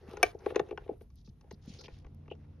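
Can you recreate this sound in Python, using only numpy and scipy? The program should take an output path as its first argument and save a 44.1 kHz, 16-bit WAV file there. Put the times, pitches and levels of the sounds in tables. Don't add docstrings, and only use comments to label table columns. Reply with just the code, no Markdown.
import sys
import numpy as np
from scipy import signal
from scipy.fft import rfft, irfft, next_fast_len
from scipy.io import wavfile

SR = 44100
rng = np.random.default_rng(int(sys.argv[2]) if len(sys.argv) > 2 else 0)


def volts_from_decibels(level):
    exponent = np.asarray(level, float) / 20
    return 10 ** exponent


def unload_wav(signal):
    wavfile.write(
        sys.argv[1],
        SR,
        np.round(np.clip(np.atleast_2d(signal).T, -1, 1) * 32767).astype(np.int16),
    )


N = 114660
TIME_S = np.arange(N) / SR
IMPACT_SPREAD_DB = 4

# start in seconds, casing tick in dB, frame thump in dB, steel in dB.
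KNOCK_EVENTS = [(0.077, -56.5, -65, -75.5), (0.111, -53.5, -37, -65.5), (0.1331, -48, -28, -61.5),
                (0.1698, -39.5, -35, -52), (0.1979, -62, -35, -85), (0.2075, -70, -33, -82),
                (0.2335, -56, -14, -70), (0.2629, -42, -33.5, -52.5), (0.3466, -74, -30, -71),
                (0.3894, -85, -55, -64.5), (0.4612, -33, -14, -75), (0.5035, -39.5, -26, -74),
                (0.5192, -65.5, -24.5, -89), (0.5461, -41, -32, -80), (0.5582, -23, -10.5, -42),
                (0.5724, -50, -27.5, -87), (0.5947, -27.5, -15, -49.5), (0.6074, -70, -39, -78),
                (0.6874, -58, -35.5, -69), (0.7096, -41, -23.5, -67), (0.7235, -53, -24, -86.5),
                (0.7753, -34, -34, -63), (0.8169, -80, -41.5, -85), (0.8598, -68.5, -38, -99),
                (0.8779, -54, -48, -98), (0.8901, -53.5, -18.5, -101), (0.907, -87, -34.5, -94),
                (0.9279, -85, -38, -95), (1.0098, -58, -40, -81)]
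# start in seconds, casing tick in dB, frame thump in dB, steel in dB.
TAP_EVENTS = [(1.1019, -67.5, -90.5, -71.5), (1.2744, -62, -53.5, -83), (1.4102, -61, -74, -67.5),
              (1.4424, -72, -48.5, -86.5), (1.51, -44.5, -36, -52), (1.8113, -51, -55.5, -52),
              (1.8422, -58.5, -68, -58.5), (1.8816, -43, -39, -74), (1.9864, -92, -80, -68.5),
              (2.0462, -51.5, -45.5, -83), (2.0654, -59, -47.5, -74), (2.2583, -64.5, -56.5, -97),
              (2.2797, -52, -46, -82.5), (2.3116, -51, -27.5, -76), (2.3511, -62, -82.5, -72.5)]


def crank():
    start_s, casing_db, frame_db, steel_db = np.transpose(list(KNOCK_EVENTS) + list(TAP_EVENTS))
    force = effort()
    wood = frame(start_s + 0.002, frame_db - 2, teeth(force))
    ticks = casing(start_s, casing_db - 7) + steel_arm(start_s, steel_db - 5.5)
    ticks = ticks + cracks(start_s, casing_db - 9, tail_s=.01, order=2)
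    metal = filtered(ticks + arm_slam(), 2, 515, "high")
    return wood, metal + snaps(), grit(force)


# frequency in Hz, level in dB, t60 in seconds.
FRAME_MODES = [(310, -24, 0.12), (363.3, -14.5, 0.04), (409, 0.5, 0.03), (454.3, -4.5, .032),
               (486.4, -7, 0.025), (674.3, -10.5, 0.028), (806, -8, 0.017)]


def frame(start_s, db, teeth_clicks):
    out = 0
    for hz, level_db, t60_s in FRAME_MODES:
        clicks = teeth_clicks.copy()
        spread_db = IMPACT_SPREAD_DB * rng.uniform(-1, 1, len(start_s))
        clicks[(start_s * SR).astype(int)] += volts_from_decibels(db + spread_db)
        out = out + volts_from_decibels(level_db) * swell(clicks, hz, t60_s, rise_t60_s=0.026)
    return filtered(out, 4, 308, "high")


# frequency in Hz, level in dB, t60 in seconds.
CASING_MODES = [(851, 0, .03), (1096, 1, .02), (1460, -3, .018), (1861, -4, .015), (2289, -2, .013),
                (2690, -5, .016), (3438, -7, .008)]


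def casing(start_s, db):
    return struck(CASING_MODES, start_s, db, chatter_s=0.0035, loose=True)


# frequency in Hz, level in dB, t60 in seconds.
STEEL_MODES = [(4240, 0, .011), (4766, 0, .012), (5300, 3, .009), (5943, 7, .011), (6820, -2.5, .009)]


def steel_arm(start_s, db):
    return struck(STEEL_MODES, start_s, db, chatter_s=0.0035, loose=True)


# frequency in Hz, level in dB, t60 in seconds.
SLAM_MODES = [(690, -7.5, 0.093), (736, -2, 0.058), (1180, -11.5, 0.035), (1566, -9.5, 0.047),
              (1830, -9.5, 0.063), (2320, 3.5, 0.031), (3020, -17.5, 0.061), (3530, -14.5, 0.026),
              (4600, -16, 0.015), (5790, -5, 0.01), (6450, -12.5, 0.014), (9320, -5, 0.0028),
              (10860, -6, 0.0023), (12600, -17.5, 0.006)]


def arm_slam():
    slam_s = .2292
    rings = struck(SLAM_MODES, [slam_s], [-14.5], chatter_s=0.0021, loose=False)
    return rings + cracks([slam_s], [-20.5], tail_s=0.046, order=1)


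def cracks(start_s, db, tail_s, order):
    length = 4000
    out, t = np.zeros(N + length), np.arange(length) / SR
    shape = np.exp(-t / 0.00081) + volts_from_decibels(-18) * np.exp(-t / tail_s)
    for at_s, hit_db in zip(start_s, db):
        first = int(at_s * SR)
        out[first:first + length] += volts_from_decibels(hit_db) * shape * rng.standard_normal(length)
    return filtered(out[:N], order, (700, 3500), "band")


# time in seconds, level in dB.
EFFORT_CURVE = [(0, -59), (0.08, -56), (.13, -53.5), (.22, -44.5), (.3, -61.5), (.37, -58), (.44, -51),
                (0.551, -54.5), (.65, -52), (.75, -60.5), (0.952, -65), (1.101, -86.5), (1.6, -70),
                (1.85, -56), (2.1, -82.5), (2.3, -78), (2.4, -68), (2.6, -78)]


def effort():
    return volts_from_decibels(np.interp(TIME_S, *np.transpose(EFFORT_CURVE)))


def grains(count, per_s):
    sizes = volts_from_decibels(2.5 * np.minimum(rng.exponential(1, (count, N)), 4))
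    signs = rng.choice([-1, 1], (count, N))
    return sizes * signs * (rng.random((count, N)) < per_s / SR)


def teeth(force):
    return force * grains(1, per_s=240)[0]


# frequency in Hz, level in dB per Hz.
GRIT_SPECTRUM = [(150, -52), (500, -3.5), (1000, -3), (2500, -10.5), (5000, -21), (7500, -28.5),
                 (10500, -25), (13000, -38.5)]


def grit(force):
    source = grains(4, per_s=6700).reshape(2, 2, N)
    source = source * [[1], [.5]] + 1e-18
    lurch = volts_from_decibels(-11 + 3.5 * drift(9))
    return force * lurch * banded(lambda hz: at_hz(GRIT_SPECTRUM, hz), 3.3, source)


# start in seconds, level in dB.
SNAP_EVENTS = [(0.0945, -54.5), (0.1115, -55), (0.1326, -55), (0.1465, -61.5), (0.1697, -56),
               (0.5606, -54.5), (0.595, -62), (1.02, -57), (1.1571, -56), (1.4102, -70), (1.512, -69.5),
               (1.525, -51.5), (1.6596, -59.5), (1.9869, -64), (2.1465, -59.5)]


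def snaps():
    length = 400
    out, t = np.zeros(N), np.arange(length) / SR
    for start_s, db in SNAP_EVENTS:
        first = int(start_s * SR)
        out[first:first + length] = volts_from_decibels(db) * rng.standard_normal(length) * np.exp(-t / 0.0014)
    return filtered(out, 2, 4500, "high")


# start in seconds, level in dB, pitch in Hz.
BUMP_EVENTS = [(0.086, -35.5, 242), (0.251, -36, 70.4), (0.612, -34, 156), (0.916, -33, 285),
               (1.13, -58, 150), (1.283, -38, 202), (1.296, -37.5, 128), (1.531, -38.5, 197),
               (1.677, -32, 232), (1.701, -34, 199), (1.741, -41, 119), (1.921, -39, 57),
               (2.055, -36.5, 66)]


def bumps():
    cycles = 6
    out = np.zeros(N)
    for start_s, db, hz in BUMP_EVENTS:
        click = np.zeros(N)
        click[int(start_s * SR)] = volts_from_decibels(db)
        out += swell(click, hz, cycles / hz, 0.38 * cycles / hz)
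    return out


# start in seconds, length in seconds, level in dB, brightest frequency in Hz, half width in octaves.
SLIDE_EVENTS = [(0.96, 0.029, -84, 10500, .3), (1.005, .04, -77.5, 10500, .3), (1.005, .04, -81.5, 2860, 1),
                (1.16, 0.073, -77, 4500, 0.43), (1.245, 0.06, -70, 4600, 0.36),
                (1.506, 0.048, -68.5, 4500, 0.27), (1.415, 0.11, -73.5, 690, 0.32),
                (1.615, 0.21, -72.5, 4290, 0.62), (1.672, 0.13, -64, 4800, 0.54),
                (1.672, 0.14, -66.5, 2680, .35), (1.79, 0.049, -57, 500, 0.11),
                (1.788, .04, -71, 1390, 0.077), (2.3, .042, -57, 2830, 0.1),
                (1.786, 0.061, -59.5, 4630, 0.27), (1.838, 0.036, -57.5, 2930, 0.36),
                (1.838, .038, -60.5, 5000, 0.19), (1.885, 0.15, -72, 3300, 0.7),
                (2.035, 0.039, -69.5, 440, 0.84)]


def slides():
    out = np.zeros((2, N))
    for start_s, length_s, db, hz, octaves in SLIDE_EVENTS:
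        left, right, common = rng.standard_normal((3, N))
        white = np.array([left, right]) + common
        band = filtered(white, 2, [hz * 2 ** -octaves, hz * 2 ** octaves], "band")
        progress = np.clip((TIME_S - start_s) / length_s, 0, 1)
        stroke = np.sqrt(np.abs(np.sin(np.pi * progress ** 0.54)))
        air = volts_from_decibels(-18) * white * (hz > 4000)
        out += volts_from_decibels(db + 3 * drift(89)) * stroke * (rms_one(band) + air)
    return out


# frequency in Hz, level in dB.
HUM_LINES = [(88, -58), (145, -59), (218, -69), (289, -70.5)]


def hum():
    lines = 0
    for hz, db in HUM_LINES:
        height = volts_from_decibels(db + 3.5 + drift(5.5))
        lines = lines + height * np.sin(2 * np.pi * hz * TIME_S + 0.95 * drift(1.5))
    return lines * outdoor_share() ** 1.33


def outdoor_share():
    from_s, full_s = 1.1, 2.22
    return np.clip((TIME_S - from_s) / (full_s - from_s), 0, 1)


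# frequency in Hz, level in dB.
ROOM_SPECTRUM = [(15, -34.5), (30, -10), (58, -0.5), (125, -7), (200, -15.5), (400, -35), (1300, -51),
                 (13400, -53.5)]
# frequency in Hz, level in dB.
OUTDOOR_SPECTRUM = [(15, -43), (25, -12.5), (64, -0.5), (157, -13.5), (205, -11.5), (1810, -44.5),
                    (2550, -43.5), (13400, -62)]


def background():
    share, white = outdoor_share(), rng.standard_normal((2, 2, N + 8000))

    def spectrum_db(hz):
        return (1 - share) * at_hz(ROOM_SPECTRUM, hz) + share * at_hz(OUTDOOR_SPECTRUM, hz)
    return volts_from_decibels(-55.5) * banded(spectrum_db, 0.99, white)


def room(x):
    t60_s, wall_cut_hz = 0.2, 4600
    size = next_fast_len(N + SR)
    w = np.arange(size // 2 + 1) * 2 * np.pi / size
    out = np.zeros((2, size // 2 + 1), complex)
    for k, lag in enumerate(rng.uniform(.004, .022, 12) * SR):
        wall = 1 / (1 + 1j * w * SR / (2 * np.pi * wall_cut_hz)) ** 2
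        echo = volts_from_decibels(-60 * lag / SR / t60_s) * np.exp(-1j * w * int(lag)) * wall
        out[k % 2] += echo / (1 - echo) * (-1) ** (k // 2)
    return irfft(out * rfft(x, size), size)[:, :N]


def struck(modes, start_s, db, chatter_s, loose):
    length, chatter_length = 4000, 400
    out, t = np.zeros(N + length), np.arange(length) / SR
    hz, level_db, t60_s = np.transpose(modes)[:, :, None]
    for at_s, hit_db in zip(start_s, db):
        off, spread = loose * rng.uniform(-0.82, 1, (2, len(modes), 1))
        chatter = rng.standard_normal((len(modes), chatter_length)) * np.exp(-t[:chatter_length] / chatter_s)
        tones = volts_from_decibels(-60 * t / t60_s) * np.sin(2 * np.pi * hz * (1 + .07 * off) * t)
        rings = signal.fftconvolve(tones, chatter, axes=1)[:, :length]
        peak = np.max(np.abs(rings), axis=1, keepdims=True)
        height = volts_from_decibels(hit_db + level_db + IMPACT_SPREAD_DB * spread) / peak
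        first = int(at_s * SR)
        out[first:first + length] += np.sum(rings * height, axis=0)
    return out[:N]


def ring(clicks, hz, t60_s):
    r, w = volts_from_decibels(-60 / (t60_s * SR)), 2 * np.pi * hz / SR
    return signal.lfilter([0, np.sin(w)], [1, -2 * r * np.cos(w), r * r], clicks + 1e-18)


def swell(clicks, hz, t60_s, rise_t60_s):
    driver = ring(clicks, hz, rise_t60_s)
    return ring(driver, hz, t60_s) * 2 * np.log(1000) / (rise_t60_s * SR)


# frequency in Hz, correlation from -1 to 1.
EAR_LIKENESS = [(60, 1), (200, 0.93), (400, 0.24), (1000, 0.49), (6000, 0.14), (12000, 0.088)]


def banded(spectrum_db, patchy_db, source):
    out, edges = 0, 22 * 2 ** np.arange(0, 9.6, .5)
    for k, (low, high) in enumerate(zip(edges, edges[1:])):
        mid, side = filtered(source[k % 2], 2, [low, high], "band")[:, -N:]
        hz = np.sqrt(low * high)
        alike = np.clip(at_hz(EAR_LIKENESS, hz), -1, 1)
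        pair = np.sqrt(1 + alike) * mid + np.sqrt(1 - alike) * side * [[1], [-1]]
        out = out + volts_from_decibels(spectrum_db(hz) + patchy_db * drift(17)) * pair
    return rms_one(out)


def place(x, pan_db):
    hz = np.arange(N // 2 + 1) / N * SR
    lean = volts_from_decibels(pan_db / 2 / (1 + (hz / 1674) ** 2))
    turn_rad = 1.55 * hz ** 2 / (hz ** 2 + 2600 ** 2)
    return irfft(rfft(x) * np.array([lean, np.exp(-1j * turn_rad) / lean]), N)


def drift(rate_hz):
    step, settle = 40, 2000
    r = np.exp(-2 * np.pi * rate_hz * step / SR)
    white = rng.standard_normal(N // step + settle + 2)
    slow = signal.lfilter([1], [1, -2 * r, r * r], white)[settle:]
    return np.interp(np.arange(N) / step, np.arange(len(slow)), rms_one(slow))


def filtered(x, order, hz, kind):
    return signal.sosfilt(signal.butter(order, hz, kind, fs=SR, output="sos"), x)


def rms_one(x):
    return x / np.sqrt(np.mean(x ** 2) + 1e-20)


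def at_hz(points, hz):
    table_hz, value = np.transpose(points)
    return np.interp(np.log(hz), np.log(table_hz), value)


def scene():
    wood, metal, grinding = crank()
    near = place(wood, 3.5) + place(metal, 7) + grinding
    hand = place(bumps(), 0.99) + slides()
    return near + volts_from_decibels(-21) * room(wood + metal) + hand + background() + hum()


def top_cut(x):
    return signal.sosfilt(signal.butter(12, 13500, fs=SR, output="sos"), x)


def record(dry):
    dip_share = .89
    dipped = filtered(dry, 2, (6900, 8700), "bandstop")
    mix = (1 - dip_share) * dry + dip_share * dipped
    mix = filtered(mix, 4, 13200, "low")
    return top_cut(mix)


dry = scene()
out = record(dry)
unload_wav(out)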